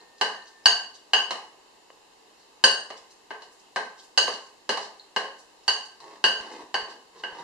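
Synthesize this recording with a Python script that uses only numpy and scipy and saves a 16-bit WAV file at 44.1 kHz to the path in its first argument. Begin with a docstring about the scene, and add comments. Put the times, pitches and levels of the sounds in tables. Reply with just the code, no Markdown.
"""A metal spoon knocks an enamel bowl on a board while food is stirred, in a hard-walled wooden kitchen.
Each knock is a coloured click plus short fading tones of bowl and spoon and low resonances of the room;
dense echoes draw it out. Trains of tiny slips make the bowl rub on the board and the food squelch;
short rising tones are bubbles. A few low bumps come late, a thin sinking tone hangs at the start,
and shaped noise is the room hush. A two-port microphone colours it all."""
import sys
import numpy as np
from scipy import signal
from scipy.io import wavfile
from scipy.ndimage import uniform_filter1d

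SR = 44100
rng = np.random.default_rng(int(sys.argv[2]) if len(sys.argv) > 2 else 0)


def store_wav(level_fs):
    """Save 16-bit WAV to argv[1]."""
    pcm = np.round(np.clip(np.atleast_2d(level_fs), -1, 1) * 32767)
    wavfile.write(sys.argv[1], SR, pcm.T.astype(np.int16))


N = 327663  # length of the scene in samples


def gain_of(db):
    """Turns decibels into a gain."""
    return 10 ** (np.asarray(db) / 20)


def evened(x):
    """Scales a sound to an rms of 1."""
    return x / np.sqrt(np.mean(x ** 2) + 1e-20)


def read(points, hz):
    """Reads a table between its points, on a logarithmic pitch axis."""
    point_hz, value = np.transpose(points)
    return np.interp(np.log(hz + 1), np.log(point_hz + 1), value)


def add(mix, start_s, sound):
    """Mixes a two-channel sound in at its start time, cut off at the end of the scene."""
    part = mix[:, round(start_s * SR):][:, :sound.shape[1]]
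    part += sound[:, :part.shape[1]]


def causal(db):
    """Makes a filter that never sounds before its input (minimum phase), from dB on rfft bins."""
    mirrored_db = np.concatenate([db, db[-2:0:-1]])
    log_gain = np.log(gain_of(mirrored_db))
    phase = -signal.hilbert(log_gain).imag
    return np.fft.ifft(np.exp(log_gain + 1j * phase)).real[:len(db) // 2]


def ring(t, hz, level_db, t60_s):
    """One struck tone; it fades by 60 dB in t60_s, as its energy drains away."""
    return gain_of(level_db - 60 * t / t60_s) * np.sin(2 * np.pi * hz * t)


# Spoon knocks on the bowl; levels are those before echoes and the microphone.
# start_s, blow_db (on the bowl), thud_db (reaching the board), tip_db (edge of the spoon landing),
# low_ring_db, high_ring_db, tilt_db_per_octave (food on the wall takes the highest tones first)
KNOCKS = [(0.2119, -12.5, -22.5, -15.5, -14, -25.5, -1.5), (0.6568, -11, -24.5, -8.5, -9.5, -14, 2.5),
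          (1.1338, -12.5, -24, -15.5, -12.5, -15, -4.5), (1.3074, -19, -29, -21.5, -30.5, -35.5, -23),
          (1.422, -52, -55, -62, -64, -70, -5.5), (2.6392, -11, -17.5, -7, -7, -14, 4),
          (2.903, -28.5, -35, -34.5, -41, -49.5, -4.5), (3.3061, -25.5, -33.5, -38.5, -30, -46.5, -19),
          (3.42, -41, -49, -39, -52.5, -56, -9), (3.7603, -15.5, -25, -22, -19.5, -36, -19),
          (4.1758, -14.5, -20.5, -9.5, -13, -17, 4), (4.278, -19.5, -27, -23.5, -45, -36, 0),
          (4.339, -38.5, -40.5, -31, -42, -44, -17), (4.692, -15.5, -20, -16.5, -19, -26.5, -5),
          (4.773, -22, -38, -25, -36.5, -46.5, -8), (5.1623, -15, -23.5, -19.5, -16.5, -26.5, -15),
          (5.6795, -16, -28, -15, -15.5, -20, 2), (6.003, -43, -50.5, -39, -61, -68, 1),
          (6.2402, -14, -20.5, -13, -9.5, -17.5, -2.5), (6.409, -37, -48, -36, -50, -69, -4),
          (6.7422, -16, -25, -22.5, -16.5, -29.5, 0), (6.911, -49, -45.5, -44, -69.5, -55, -3.5),
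          (7.236, -26, -32.5, -37, -22.5, -34.5, -15)]
# A small dull tick, nearly without echo: columns as for the knocks.
TICKS = [(1.902, -36.5, -41, -63, -50, -53.5, -16)]
# Colours of the click, pitch_hz and relative level_db: air in the bowl, board and food,
# spoon blade, spoon tip, enamel on steel.
BOWL_AIR = [(60, -83.5), (300, -36), (700, -1.5), (900, 0), (1150, -1), (1500, -10.5), (3000, -37.5),
            (9000, -92.5)]
BOARD_THUD = [(30, -84), (110, -56.5), (170, -11.5), (300, -14.5), (440, 3), (620, 3), (1000, -13.5),
              (2500, -49), (8000, -97)]
BLADE_CLACK = [(100, -87), (600, -24), (1300, -7), (2000, 13.5), (3200, 3), (4500, -26), (12000, -93)]
TIP_CRUNCH = [(300, -80.5), (2800, -23.5), (3700, -2.5), (4300, 4), (5200, -2.5), (7000, -27.5),
              (14000, -95)]
ENAMEL_CRACK = [(300, -82), (3500, -23), (5500, -1.5), (8500, -13), (9500, -14), (11500, -28.5),
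                (13500, -59), (17000, -79.5)]
# Ringing tones of the bowl, low resonances of the kitchen set off by each thud,
# and short tones of the spoon: pitch_hz, relative level_db, t60_s
BOWL_TONES = [(1557.7, -4.5, .05), (1623.5, -6, .025), (2893, 3, 0.047), (2936, 0, .07),
              (2914, -5.5, 0.023), (3033, -8.5, .03), (4565, 0, .07), (4625, -3.5, 0.046),
              (4890, -5, 0.023), (6536, -13.5, .09), (5770, -20, 0.026), (7330, -23.5, .04),
              (7690, -25.5, 0.032), (8640, -23, .08)]
ROOM_TONES = [(440, 2.5, 0.14), (545, -8, 0.27), (647.6, -12, 0.13), (902, -7, .18), (1045, -5, 0.18),
              (1066, -4.5, 0.32)]
SPOON_TONES = [(4233, -5.5, .014), (1950, -8.5, 0.0096)]
CLACK_DB, CRACK_DB, ROOM_DB = -2.5, -2.3, -16  # against the blow, the tip and the thud
CONTACT_S = 0.0017  # the tones swell in over this time
SPOT_DB = 2  # typical spread of the bowl tones from knock to knock
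SPLIT_HZ = 2900  # the tilt of the high ring turns around this pitch
FLOOR_HZ = 140  # bass below this is taken away


def knock(blow_db, thud_db, tip_db, low_ring_db, high_ring_db, tilt_db):
    """A click coloured by board, bowl air, spoon and enamel, then fading tones of bowl, room and spoon."""
    hz = np.fft.rfftfreq(2048, 1 / SR)
    t = np.arange(SR // 4) / SR
    out = np.zeros(len(t))
    clicks = (
        (blow_db, BOWL_AIR),
        (thud_db, BOARD_THUD),
        (blow_db + CLACK_DB, BLADE_CLACK),
        (tip_db, TIP_CRUNCH),
        (tip_db + CRACK_DB, ENAMEL_CRACK),
    )
    for peak_db, colour in clicks:
        click = causal(read(colour, hz))
        out[:len(click)] += gain_of(peak_db) * click / abs(click).max()

    rise = np.sin(np.pi / 2 * np.minimum(t / CONTACT_S, 1)) ** 2
    spots = rng.standard_normal(len(BOWL_TONES))  # the place of the blow favours some tones
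    for (tone_hz, db, t60_s), lift in zip(BOWL_TONES, spots):
        if tone_hz < SPLIT_HZ / 1.5:
            group_db = low_ring_db
        else:
            group_db = high_ring_db + tilt_db * np.log2(tone_hz / SPLIT_HZ)
        out += ring(t, tone_hz, group_db + db + SPOT_DB * lift, t60_s) * rise
    for tones, struck_db in (ROOM_TONES, thud_db + ROOM_DB), (SPOON_TONES, tip_db):
        for tone_hz, db, t60_s in tones:
            out += ring(t, tone_hz, struck_db + db, t60_s) * rise
    no_bass = signal.butter(N=4, Wn=FLOOR_HZ, btype="high", fs=SR, output="sos")
    return signal.sosfilt(no_bass, out)


def slips(count, rate, spread_db):
    """Uneven train of tiny slips, about rate per second, a few of them large."""
    boost_db = spread_db * np.minimum(rng.exponential(1, count), 4)
    size = gain_of(boost_db) * rng.standard_normal(count)
    return size * (rng.random(count) < rate / SR)


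# Bowl rubbing the board and food sliding: start_s, length_s, level_db (rms before fades and echoes)
RUBS = [(0.0, 0.049, -49), (6.0, 0.2, -50.5), (6.37, 0.28, -46.5), (6.851, 0.098, -48), (7.12, 0.25, -54),
        (7.312, .2, -46.5)]
# Colour the body of the board gives the slips: pitch_hz, relative level_db
RUB_COLOUR = [(59, -66), (110, -34), (180, -12), (443, -0.5), (609, -8.5), (976, 3), (1400, -10),
              (1750, -7.5), (2360, -14.5), (4160, -14), (9000, -30), (11700, -41), (19800, -120)]
RUB_RISE_S, RUB_FALL_S = 0.04, 0.042


def rub(length_s, level_db):
    """Stick-slip under the bowl, through the body of the board: it swells, holds and lets go."""
    t = np.arange(0, length_s, 1 / SR)
    body = causal(read(RUB_COLOUR, np.fft.rfftfreq(2048, 1 / SR)))
    grain = signal.oaconvolve(slips(count=len(t), rate=900, spread_db=1.5), body)[:len(t)]
    swell = np.minimum(t / RUB_RISE_S, (length_s - t) / RUB_FALL_S)
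    return evened(grain) * gain_of(level_db) * np.clip(swell, 0, 1)


# Wet food parting from the spoon:
# middle_s, level_db (rms before fades and echoes), length_s, centre_hz
SQUELCHES = [(0.185, -54, 0.015, 4900), (0.478, -53, 0.036, 4700), (0.951, -49, 0.03, 4820),
             (1.354, -61, 0.1, 5500), (2.407, -64.5, 0.11, 4460), (2.976, -49, 0.023, 4900),
             (3.113, -57, 0.035, 6000), (3.43, -61, 0.076, 4600), (3.527, -60, 0.03, 7000),
             (3.6, -60, .03, 6000), (3.996, -51.5, 0.059, 4540), (4.039, -59.5, 0.057, 6650),
             (4.327, -48, 0.12, 4670), (4.469, -57.5, 0.021, 6050), (4.829, -46.5, 0.081, 4700),
             (5.395, -56, 0.041, 6020), (5.638, -58.5, 0.02, 5000), (5.857, -53, 0.021, 5530),
             (6.526, -52.5, 0.028, 5540), (6.903, -53, 0.037, 4730), (7.194, -55, 0.061, 4140)]


def squelch(level_db, length_s, centre_hz):
    """A short cluster of wet crackles in a broad treble band with a tail upwards."""
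    count = int(length_s * SR)
    band = [(centre_hz * 0.088, -70), (centre_hz * 0.64, -24), (centre_hz * 0.45, -2), (centre_hz, 0),
            (centre_hz * 1.7, -11), (centre_hz * 2.2, -32), (centre_hz * 3, -70)]
    colour = causal(read(band, np.fft.rfftfreq(1024, 1 / SR)))
    grain = signal.convolve(slips(count=count, rate=12000, spread_db=3.0), colour)[:count]
    return gain_of(level_db) * evened(grain) * np.hanning(count) ** .8


# Air pockets popping in the food: start_s, level_db (before fade and echoes), start_pitch_hz, t60_s
POPS = [(.006, -40.5, 4160, 0.015), (0.423, -38, 4130, 0.017), (0.457, -42, 6030, .01),
        (0.64, -49, 5200, 0.043), (4.997, -25, 4134, 0.0064), (5.413, -50.5, 5960, 0.017)]


def pop(level_db, start_hz, t60_s):
    """A small bubble: one short fading tone that rises a little."""
    t = np.arange(SR // 20) / SR
    fade = gain_of(level_db - 60 * t / t60_s)
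    onset = np.minimum(t / 0.000956, 1)
    return fade * np.sin(2 * np.pi * start_hz * t * (1 + 1.3 * t)) * onset


# Low soft bumps: time_s (one BUMP_S after the start), level_db (sets the strength of the push)
BUMPS = [(6.249, -55), (6.408, -54), (6.639, -64), (6.828, -54), (7.328, -58)]
BUMP_S = 0.0022


def bump(level_db):
    """One low push that swings back once without ringing, a little different at each port."""
    port_speed = np.array([[.8], [1.25]])
    u = np.arange(SR // 10) / SR / BUMP_S * port_speed
    return gain_of(level_db) * np.e * u * (2 - u) * np.exp(-u)


# Level of the thin tone: time_s, level_db (midway between the two channels)
TONE = [(0, -58), (.12, -64), (.2, -59), (.42, -48), (.51, -64), (.57, -54), (.65, -63)]
TONE_HZ, SINK_HZ_PER_S = 1832, 74


def tone():
    """A faint thin tone that sinks slowly and wavers in level, slightly louder on the left."""
    s, level_db = np.transpose(TONE)
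    t = np.arange(s[0], s[-1], 1 / SR)
    turns = np.cumsum(TONE_HZ - SINK_HZ_PER_S * t) / SR
    phase_lag = np.array([[.4], [0]])  # radians, left and right
    wave = np.sin(2 * np.pi * turns - phase_lag)
    return gain_of(np.interp(t, s, level_db)) * wave * gain_of([[1.5], [-1.5]])


def pair(frames, size, same, db):
    """Two-channel noise from random spectra: db shapes bins and frames, same sets the likeness."""
    a, b, c, d = rng.standard_normal((frames, size // 2 + 1, 4)).T
    like = np.clip(read(same, np.fft.rfftfreq(size, 1 / SR)), -1, 1)[:, None]
    left = a + 1j * b
    right = like * left + np.sqrt(1 - like ** 2) * (c + 1j * d)
    spectra = np.array([left, right]) * gain_of(db)
    return signal.istft(spectra, nperseg=size, noverlap=size - size // 4)[1]


# Colour of the hush: pitch_hz, relative level_db (per Hz)
HUSH = [(25, -11.5), (113, -18), (436, 0.5), (600, -7), (900, 1), (1400, -6.5), (2100, -9.5), (2800, -6),
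        (4300, -9), (6400, -17), (7100, -10.5), (7800, -18), (13300, -29.5), (13800, -56.5)]
# How alike left and right are in the hush: pitch_hz, likeness (1 = the same)
HUSH_SAME = [(60, 0.059), (400, 0.47), (1200, 0.11), (2500, 0.08), (5000, 0.016)]
HUSH_DB = -55.5  # rms level before the microphone colours it


def hush():
    """Steady room and microphone noise with faint drifting patches."""
    frames, hz = N // 256 + 5, np.fft.rfftfreq(1024, 1 / SR)
    smooth_in_time = uniform_filter1d(rng.standard_normal((frames, 513)), 20, 0)
    patches = evened(uniform_filter1d(smooth_in_time, 14, 1)).T
    db = read(HUSH, hz)[:, None] + 0.66 * patches
    noise = pair(frames=frames, size=1024, same=HUSH_SAME, db=db)
    return gain_of(HUSH_DB) * evened(noise[:, :N])


# How long the kitchen echoes take to fade by 60 dB: pitch_hz, t60_s
KITCHEN = [(100, 0.54), (500, 0.51), (1400, 0.49), (3700, 0.41), (9700, 0.44), (14000, 0.21)]
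# How alike left and right are in the echoes: pitch_hz, likeness (1 = the same)
ECHO_SAME = [(60, 0.98), (450, 0.99), (1000, 0.62), (1700, 0.17), (3000, 0.008)]
ECHO_DB, TICK_ECHO_DB = 6, -19  # echoes against the direct sound, for knocks and for the tick


def heard(x, wet_db, gap_s=0.0014, early_db=5.5, early_s=0.0097):
    """Direct sound plus dense echoes, strongest from near walls; every sound has its own pattern."""
    hz, t = np.fft.rfftfreq(256, 1 / SR), np.arange(480) * 64 / SR
    fade_db = early_db * np.exp(-t / early_s) - 60 * t / read(KITCHEN, hz)[:, None]
    tail = pair(frames=480, size=256, same=ECHO_SAME, db=fade_db)
    echoes = gain_of(wet_db) * tail / np.linalg.norm(tail[0])
    response = np.pad(echoes, ((0, 0), (int(gap_s * SR), 0)))
    response[[1, 0], [0, 2]] += 1  # direct sound: the right port is nearer by two samples
    return signal.fftconvolve(x[None], response, axes=1)


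def scene():
    """Knocks, rubs, squelches and pops in the kitchen, with bumps, over tone and hush."""
    mix = hush()
    add(mix, TONE[0][0], tone())
    for start_s, *row in KNOCKS:
        add(mix, start_s, heard(knock(*row), wet_db=ECHO_DB))
    for start_s, *row in TICKS:
        add(mix, start_s, heard(knock(*row), wet_db=TICK_ECHO_DB))
    for time_s, level_db in BUMPS:
        add(mix, time_s - BUMP_S, bump(level_db))
    for start_s, *row in POPS:
        add(mix, start_s, heard(pop(*row), wet_db=0))
    for start_s, *row in RUBS:
        add(mix, start_s, heard(rub(*row), wet_db=1.5))
    for middle_s, level_db, length_s, centre_hz in SQUELCHES:
        sound = squelch(level_db, length_s, centre_hz)
        add(mix, middle_s - length_s / 2, heard(sound, wet_db=1.0))
    return mix


# Dips from echoes inside the microphone housing: pitch_hz, width_hz, depth_db
PORT_DIPS = [(1370, 250, -8.5), (2368, 97.5, -29), (3379, 440, -8.5)]
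EDGE_HZ = 16000  # the treble ends here


def record(dry):
    """Dips of the microphone housing, overload at full scale, then a steep treble limit."""
    hz = np.fft.rfftfreq(4096, 1 / SR)
    dips_db = sum(db / (1 + (2 * (hz - f) / width) ** 2) for f, width, db in PORT_DIPS)
    coloured = signal.oaconvolve(dry, causal(dips_db)[None], axes=1)[:, :N]
    edge = signal.firwin(511, EDGE_HZ, window=("kaiser", 9), fs=SR)
    return signal.oaconvolve(np.clip(coloured, -1, 1), edge[None], "same")


dry = scene()
out = record(dry)
store_wav(out)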